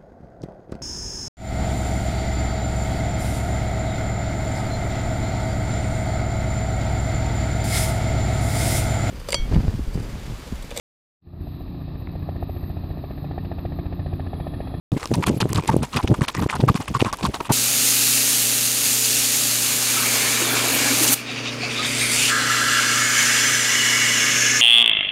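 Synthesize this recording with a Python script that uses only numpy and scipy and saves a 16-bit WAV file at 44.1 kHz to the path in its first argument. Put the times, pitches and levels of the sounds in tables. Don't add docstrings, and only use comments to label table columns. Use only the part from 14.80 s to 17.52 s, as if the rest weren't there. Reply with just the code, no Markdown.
import sys
import numpy as np
from scipy import signal
from scipy.io import wavfile
from scipy.ndimage import uniform_filter1d, minimum_filter1d

SR = 44100
rng = np.random.default_rng(int(sys.argv[2]) if len(sys.argv) > 2 else 0)


def transcribe(signal):
    frames = np.atleast_2d(signal).T
    limited = np.clip(frames, -1, 1)
    pcm = np.round(limited * 32767).astype(np.int16)
    wavfile.write(sys.argv[1], SR, pcm)


def elevation(decibels):
    levels = np.asarray(decibels, float)
    return 10 ** (levels / 20)


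N = 119952


def evened(x):
    return x / np.sqrt(np.mean(x ** 2) + 1e-20)


def colour(x, points):
    freq_hz, level_db = np.transpose(points)
    bins_hz = np.abs(np.fft.fftfreq(8192, 1 / SR))
    db = np.interp(np.log(bins_hz + 1), np.log(freq_hz), np.maximum(level_db, -100))
    log_gain = db * np.log(10) / 20
    taps = np.fft.ifft(np.exp(np.conj(signal.hilbert(log_gain)))).real[:4096]
    return signal.fftconvolve(x, taps)[:N]


def add(mix, start_s, sound):
    part = mix[max(round(start_s * SR), 0):][:len(sound)]
    part += sound[:len(part)]


def resonate(x, hz, width_hz):
    turn = np.exp(2j * np.pi * np.cumsum(hz * np.ones(len(x))) / SR)
    pole = np.exp(-np.pi * width_hz / SR)
    return 2 * (turn * signal.lfilter([1 - pole], [1, -pole], x / turn)).real


def clicks(per_s, spread_db):
    size = elevation(spread_db * np.minimum(rng.exponential(1, N), 4)) * rng.choice([-1., 1.], N)
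    return evened(size * (rng.random(N) < per_s / SR))


def swell(t, peak_s):
    return t / peak_s * np.exp(1 - t / peak_s)


# freq_hz, level_db
BED_COLOUR = [(24, -23), (40, -0.5), (114, -9), (973, -16.5), (1680, -29.5), (8310, -31), (15500, -38.5)]


def bed():
    bed_db, whine_hz, whine_db = -44.5, 14994, -70
    flutter = elevation(2.5 * evened(uniform_filter1d(rng.standard_normal(N), 700)))
    z = signal.stft(colour(rng.standard_normal(N), BED_COLOUR), nperseg=512)[2]
    patches = uniform_filter1d(rng.standard_normal(z.shape), 14, axis=0)
    patches = evened(uniform_filter1d(patches, 4, axis=1))
    hiss = evened(signal.istft(z * elevation(3 * patches), nperseg=512)[1][:N])
    whine = np.sin(2 * np.pi * whine_hz * np.arange(N) / SR)
    return elevation(bed_db) * flutter * hiss + elevation(whine_db) * whine


# centre_s, width_s, level_db
GUSTS = [(0.132, 0.028, -15.5), (0.168, 0.013, -17.5), (0.325, 0.034, -17.5), (0.386, 0.042, -17),
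         (0.498, 0.046, -16), (0.54, 0.017, -20), (.573, 0.022, -21.5), (0.628, 0.018, -15.5),
         (0.655, 0.03, -20), (.715, 0.04, -22), (.756, 0.01, -17.5), (.782, 0.037, -16.5),
         (0.903, 0.032, -17), (0.938, 0.0086, -18), (0.976, 0.083, -22), (1.026, 0.032, -21.5),
         (1.167, 0.031, -18.5), (1.246, 0.014, -13), (1.289, 0.03, -25.5), (1.317, 0.029, -9.5),
         (1.393, 0.011, -20), (1.421, 0.017, -14), (1.587, 0.031, -21), (1.625, 0.035, -18),
              (1.662, 0.008, -17), (1.759, 0.041, -27.5), (1.8, 0.016, -18.5), (1.839, 0.022, -11.5),
              (1.88, 0.019, -18), (1.905, 0.02, -12), (1.954, 0.011, -17.5), (2.003, 0.019, -23.5),
              (2.107, 0.029, -23), (2.163, 0.022, -20), (2.219, 0.015, -17), (2.265, 0.023, -21.5),
              (2.449, 0.035, -19.5), (2.489, 0.025, -19.5), (2.71, 0.023, -15.5)]
# start_s, level_db
EDDY_POPS = [(0.1673, -35), (0.316, -6.5), (0.5, -6), (.574, -19), (0.6562, -7), (0.9432, -4), (0.9651, 0),
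             (1.3086, -17), (1.317, -9), (1.418, -11), (1.6633, -9.5), (1.8382, -3.5), (2.225, 1),
             (2.6105, -15.5), (2.707, -7.5)]
# freq_hz, level_db
WIND_COLOUR = [(20, -35.5), (75, -1.5), (125, 2), (330, -9), (900, -29.5), (2000, -74)]


def wind():
    lumps_per_s, spread_db, wind_db, pop_s = 900, 2.5, 0, 0.0007
    t, power = np.arange(N) / SR, np.zeros(N)
    for centre_s, width_s, level_db in GUSTS:
        power += elevation(2 * level_db) * np.exp(-np.abs(2.67 * (t - centre_s) / width_s) ** 1.695)
    lumps = evened(colour(clicks(lumps_per_s, spread_db), WIND_COLOUR))
    lumps /= np.sqrt(uniform_filter1d(lumps ** 2, 900) + 0.084)
    low = uniform_filter1d(uniform_filter1d(lumps, 70), 70)
    lumps = low + (lumps - low) * np.minimum(power / elevation(-43.0), 1) ** 0.1
    out = elevation(wind_db) * np.sqrt(power) * lumps

    u = np.arange(-300, 300) / SR / pop_s
    pop = np.exp(-np.abs(1.66 * u) ** 1.39)
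    pop -= .5 * np.exp(-(u - 1.7) ** 2) + 0.031 * np.exp(-(u + 3.5) ** 2)
    for (start_s, level_db), sign in zip(EDDY_POPS, rng.choice([-1., 1.], len(EDDY_POPS))):
        add(out, start_s - 300 / SR, sign * elevation(level_db) * pop)
    return out


# start_s, level_db, pitch_hz
TACK_CHINKS = [(.545, -52, 10870), (.566, -47, 11250), (.568, -53, 12580), (.69, -51, 10870),
               (.93, -56, 10870), (1.19, -55, 10870), (1.572, -50, 13650), (1.6, -51, 13580),
               (1.605, -49, 10870), (1.61, -51, 12580), (2.51, -55, 10870), (2.64, -53, 10870)]


def tack():
    peak_s, width_hz = .009, 70
    out, t = np.zeros(N), np.arange(6000) / SR
    for start_s, level_db, pitch_hz in TACK_CHINKS:
        waver = evened(resonate(rng.standard_normal(6000), pitch_hz, width_hz))
        ring = np.sin(2 * np.pi * pitch_hz * t) + .5 * waver
        add(out, start_s, elevation(level_db) * swell(t, peak_s) * ring)
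    return out


# start_s, level_db, pitch_hz
STONE_CRACKS = [(0.1195, -32, 3730), (0.231, -24, 4180), (0.2567, -13, 5130), (0.2745, -22.5, 6030),
                (0.3149, -22, 1340), (0.34, -14, 6400), (0.3555, -17, 8640), (0.4255, -17.5, 2330),
                (0.4399, -12, 2250), (0.479, -26, 2150), (0.4813, -24, 2920), (0.6041, -13, 2180),
                (0.611, -15, 4660), (0.614, -16, 4860), (0.6283, -12.5, 1390), (0.7315, -7.5, 7340),
                (0.7478, -16, 4450), (0.7588, -11.5, 3930), (0.7652, -25, 2540), (0.7822, -15, 1240),
                (0.7969, -21.5, 2310), (0.8237, -34, 2500), (0.8774, -11, 7660), (0.8942, -16, 1710),
                (0.967, -15.5, 8600), (1.1429, -19, 2980), (1.1735, -16, 2850), (1.1885, -24, 1420),
                (1.229, -25, 4730), (1.4186, -10, 1740), (1.443, -23, 2520), (1.4836, -11.5, 2520),
                (1.4866, -8, 3480), (1.55, -21, 5580), (1.637, -23, 1580), (1.6989, -6.5, 2380),
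                (1.7144, -25, 2930), (1.8113, -21.5, 4200), (1.8381, -23, 1090), (1.8915, -10, 1380),
                (1.9432, -17.5, 3380), (1.9589, -14.5, 2290), (2.1502, -17.5, 1360), (2.193, -22.5, 7660),
                (2.2055, -10.5, 2780), (2.2071, -10.5, 3500), (2.2171, -14, 2840), (2.2476, -25, 4030),
                (2.328, -15, 6110), (2.3713, -22, 9190), (2.4347, -16.5, 3420), (2.4523, -10, 4770),
                (2.463, -20, 1710), (2.5447, -12, 4330), (2.6068, -13, 2300), (2.7012, -24, 1230)]


def cracks():
    ring_cycles, roughness = 1.18, 0.58
    out, t = np.zeros(N), np.arange(400) / SR
    for start_s, level_db, pitch_hz in STONE_CRACKS:
        ring = np.exp(-t * pitch_hz / ring_cycles) * np.sin(2 * np.pi * pitch_hz * t)
        splinters = rng.standard_normal(60) * np.exp(-np.arange(60) / 25)
        rough = np.convolve(ring, splinters)[:400] * np.sqrt(pitch_hz / SR)
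        add(out, start_s, -elevation(level_db) * (ring + roughness * rough))
    return out


# start_s, level_db
STONE_SNAPS = [(0.1175, -22.5), (0.2296, -17), (0.2567, -20.5), (0.594, -41), (0.4650, -23), (0.7304, -22),
               (0.8242, -29), (0.858, -28), (0.964, -35), (1.1697, -14.5), (1.4095, -18.5), (1.5030, -29),
               (1.5491, -18.5), (1.9443, -25), (2.2155, -18.5), (2.2475, -17), (2.327, -25),
               (2.5427, -21.5), (2.607, -26), (0.809, -34), (0.8367, -28), (0.848, -29), (0.932, -28.5),
               (2.41, -25.5), (2.537, -33), (2.058, -33), (1.034, -24)]
# pitch_hz, level_db, t60_s
HOOF_KNOCK = [
    (1035, 4.5, 0.0079),
    (2470, -5.5, 0.013),
    (377, 6, 0.0088),
]
# freq_hz, level_db
STONE_COLOUR = [(300, 6), (1500, -4.5), (2600, -2), (5500, -8), (9000, -10), (15000, -17)]


def snaps():
    snap_t60_s = 0.011
    burst, hit, t = np.zeros(N), np.zeros(N), np.arange(700) / SR
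    for start_s, level_db in STONE_SNAPS:
        noise = elevation(level_db - 60 * t / snap_t60_s) * rng.standard_normal(700)
        add(burst, start_s, elevation(5.5) * noise)
        add(hit, start_s, elevation(-19) * noise)
    knock = np.zeros(700)
    for pitch_hz, level_db, t60_s in HOOF_KNOCK:
        knock += elevation(level_db - 60 * t / t60_s) * np.sin(2 * np.pi * pitch_hz * t)
    highpass = signal.butter(2, 300, 'high', fs=SR, output='sos')
    knocks = signal.sosfilt(highpass, signal.oaconvolve(hit, knock)[:N])
    return colour(uniform_filter1d(burst, size=3), STONE_COLOUR) + knocks


# start_s, level_db, pitch_hz
SHOE_CLOPS = [
    (0.783, -18, 1140),
    (0.89, -9, 903),
    (1.8873, -6, 1180),
    (2.149, -12, 1116),
    (2.45, -12.5, 1070),
    (1.572, -25.5, 1950),
    (1.7, -28, 2040),
    (1.169, -24.5, 4900),
    (2.332, -19.5, 1117),
    (0.437, -22, 1200),
]


def clops():
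    peak_s = .0021
    out, t = np.zeros(N), np.arange(1000) / SR
    for start_s, level_db, pitch_hz in SHOE_CLOPS:
        add(out, start_s, elevation(level_db) * swell(t, peak_s) * np.sin(2 * np.pi * pitch_hz * t))
    return out


def ground_stones(grind):
    stones, t = np.zeros(N), np.arange(300) / SR
    size = rng.integers(0, 24, N)
    clumps = elevation(4.5 * evened(uniform_filter1d(rng.standard_normal((8, N)), 300)))
    for k, hz in enumerate(np.linspace(28, 112, 24) ** 2):
        ring = np.sin(2 * np.pi * hz * t) * np.exp(-t * hz / 2.3) * np.sqrt(hz)
        stones += signal.oaconvolve(grind * clumps[k // 3] * (size == k), ring)[:N]
    stones = evened(colour(stones, STONE_COLOUR))
    return stones / np.sqrt(uniform_filter1d(stones ** 2, 700) + .5)


# start_s, crunch_db, clop_db (re crunch), length_s
HOOF_FALLS = [(0.167, -23.5, -4.5, 0.018), (0.194, -27.5, -9, 0.045), (0.233, -25, -2, 0.019),
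              (0.3348, -16, -3.5, 0.025), (0.4237, -17, -0.5, 0.024), (0.4621, -10.5, -5.5, 0.038),
              (0.6016, -8, -13, 0.025), (0.684, -28.5, -7, 0.041), (0.743, -20.5, -4, 0.051),
              (0.772, -25, 6.5, 0.034), (0.8714, -16, -26, 0.037), (0.8912, -20.5, 9, 0.014),
              (0.911, -26, 1, 0.035), (1.021, -19.5, -4, 0.039), (1.124, -21.5, -1, 0.072),
              (1.1598, -10.5, -14, 0.026), (1.185, -28, 13, 0.029), (1.226, -25.5, -12, 0.022),
              (1.273, -17.5, -12.5, 0.014), (1.3387, -21.5, 3, 0.017), (1.413, -21.5, -2, 0.024),
              (1.433, -17.5, -1.5, 0.021), (1.4783, -16, -2, 0.027),
              (1.543, -20.5, -14, 0.03), (1.564, -30, 4, 0.057), (1.591, -23.5, 0.5, 0.015),
                   (1.6157, -21, 2.5, 0.034), (1.6873, -16.5, -5.5, 0.038), (1.7223, -28.5, 13.5, 0.03),
                   (1.7502, -20, 2, 0.022), (1.7994, -19, -3.5, 0.021), (1.8779, -12.5, -1, 0.028),
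                   (1.9505, -16.5, -7, 0.032), (1.9985, -23.5, 0.5, 0.039), (2.0775, -16, -4, 0.014),
                   (2.1383, -18, 2, 0.04), (2.1933, -12.5, -9, 0.038), (2.244, -23.5, 7, 0.067),
                   (2.3271, -14.5, -1, 0.021), (2.382, -32.5, 4.5, 0.046), (2.4237, -16.5, -6.5, 0.044),
                   (2.4529, -17.5, -1, 0.025), (2.5333, -19, -1, 0.044), (2.601, -25.5, 10, 0.017),
                   (2.6455, -26.5, 0, 0.036), (2.691, -19, 6, 0.039)]


def hooves():
    grains_per_s, spread_db, loose_db = 8000, 3.5, -47.5
    crunch_gain_db, clop_gain_db, clop_hz, clop_width_hz = -10, -2.5, 1020, 250
    rise, fall_db, tail_db, tail_s = 0.2, -9.5, -17, 0.054
    grind, out = clicks(grains_per_s, spread_db), np.zeros(N)
    stones = ground_stones(grind)
    for start_s, crunch_db, clop_db, length_s in HOOF_FALLS:
        hz = clop_hz * rng.uniform(0.83, 1.07)
        u = np.arange(0, length_s + 3 * tail_s, 1 / SR) / length_s
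        press = np.minimum(u / rise, 1) * elevation(fall_db * u) * np.clip(4 * (1 - u), 0, 1)
        tail = np.minimum(u, 1) * elevation(tail_db - 20 * u * length_s / tail_s)
        i = round(start_s * SR)
        n = len(grind[i:i + len(u)])
        clop = resonate(grind[i:i + n] * press[:n], hz, clop_width_hz)
        clop = resonate(clop, hz, 3 * clop_width_hz)
        clop /= np.abs(clop).max()
        crunch = (press + tail)[:n] * stones[i:i + n]
        step = elevation(crunch_gain_db) * crunch + elevation(clop_db + clop_gain_db) * clop
        add(out, start_s, elevation(crunch_db) * step)
    return out + elevation(loose_db) * stones


def scene():
    return (bed() + wind() + tack() + cracks() + snaps() + clops() + hooves())[None]


def masked(x):
    mask_db, spread_db = -44.5, 3
    z = signal.stft(x, nperseg=256)[2]
    band_power = (abs(z[1:]) ** 2).reshape(32, 4, -1).mean(1)
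    band_db = 10 * np.log10(np.repeat(band_power, 4, axis=0) + 1e-20)
    treble_db = 10 * np.log10((abs(z[8:]) ** 2).sum(0) + 1e-20)
    near_db = -minimum_filter1d(-treble_db, size=10, origin=-2)
    blocks = z.shape[1] // 4 + 1
    odd = rng.standard_normal((blocks, 8)) + rng.standard_normal((blocks, 1))
    odd = np.repeat(np.repeat(odd, 4, axis=0), 16, axis=1).T[:, :z.shape[1]]
    keep = band_db > near_db + mask_db + spread_db * odd
    keep |= np.arange(128)[:, None] < 14
    return signal.istft(z * np.vstack([keep[:1], keep]), nperseg=256)[1][:N]


def roll_off(x):
    return signal.sosfilt(signal.butter(12, 16500, fs=SR, output="sos"), x)


def record(dry):
    start_s, edge_hz = .1185, 15700
    limited = 0.93 * np.tanh(dry[0] / 0.82)
    edge = signal.firwin(127, edge_hz, fs=SR)
    held = masked(signal.oaconvolve(limited, edge, "same"))
    mix = held[None] * (np.arange(N) >= start_s * SR)
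    return roll_off(mix)


dry = scene()
out = record(dry)
transcribe(out)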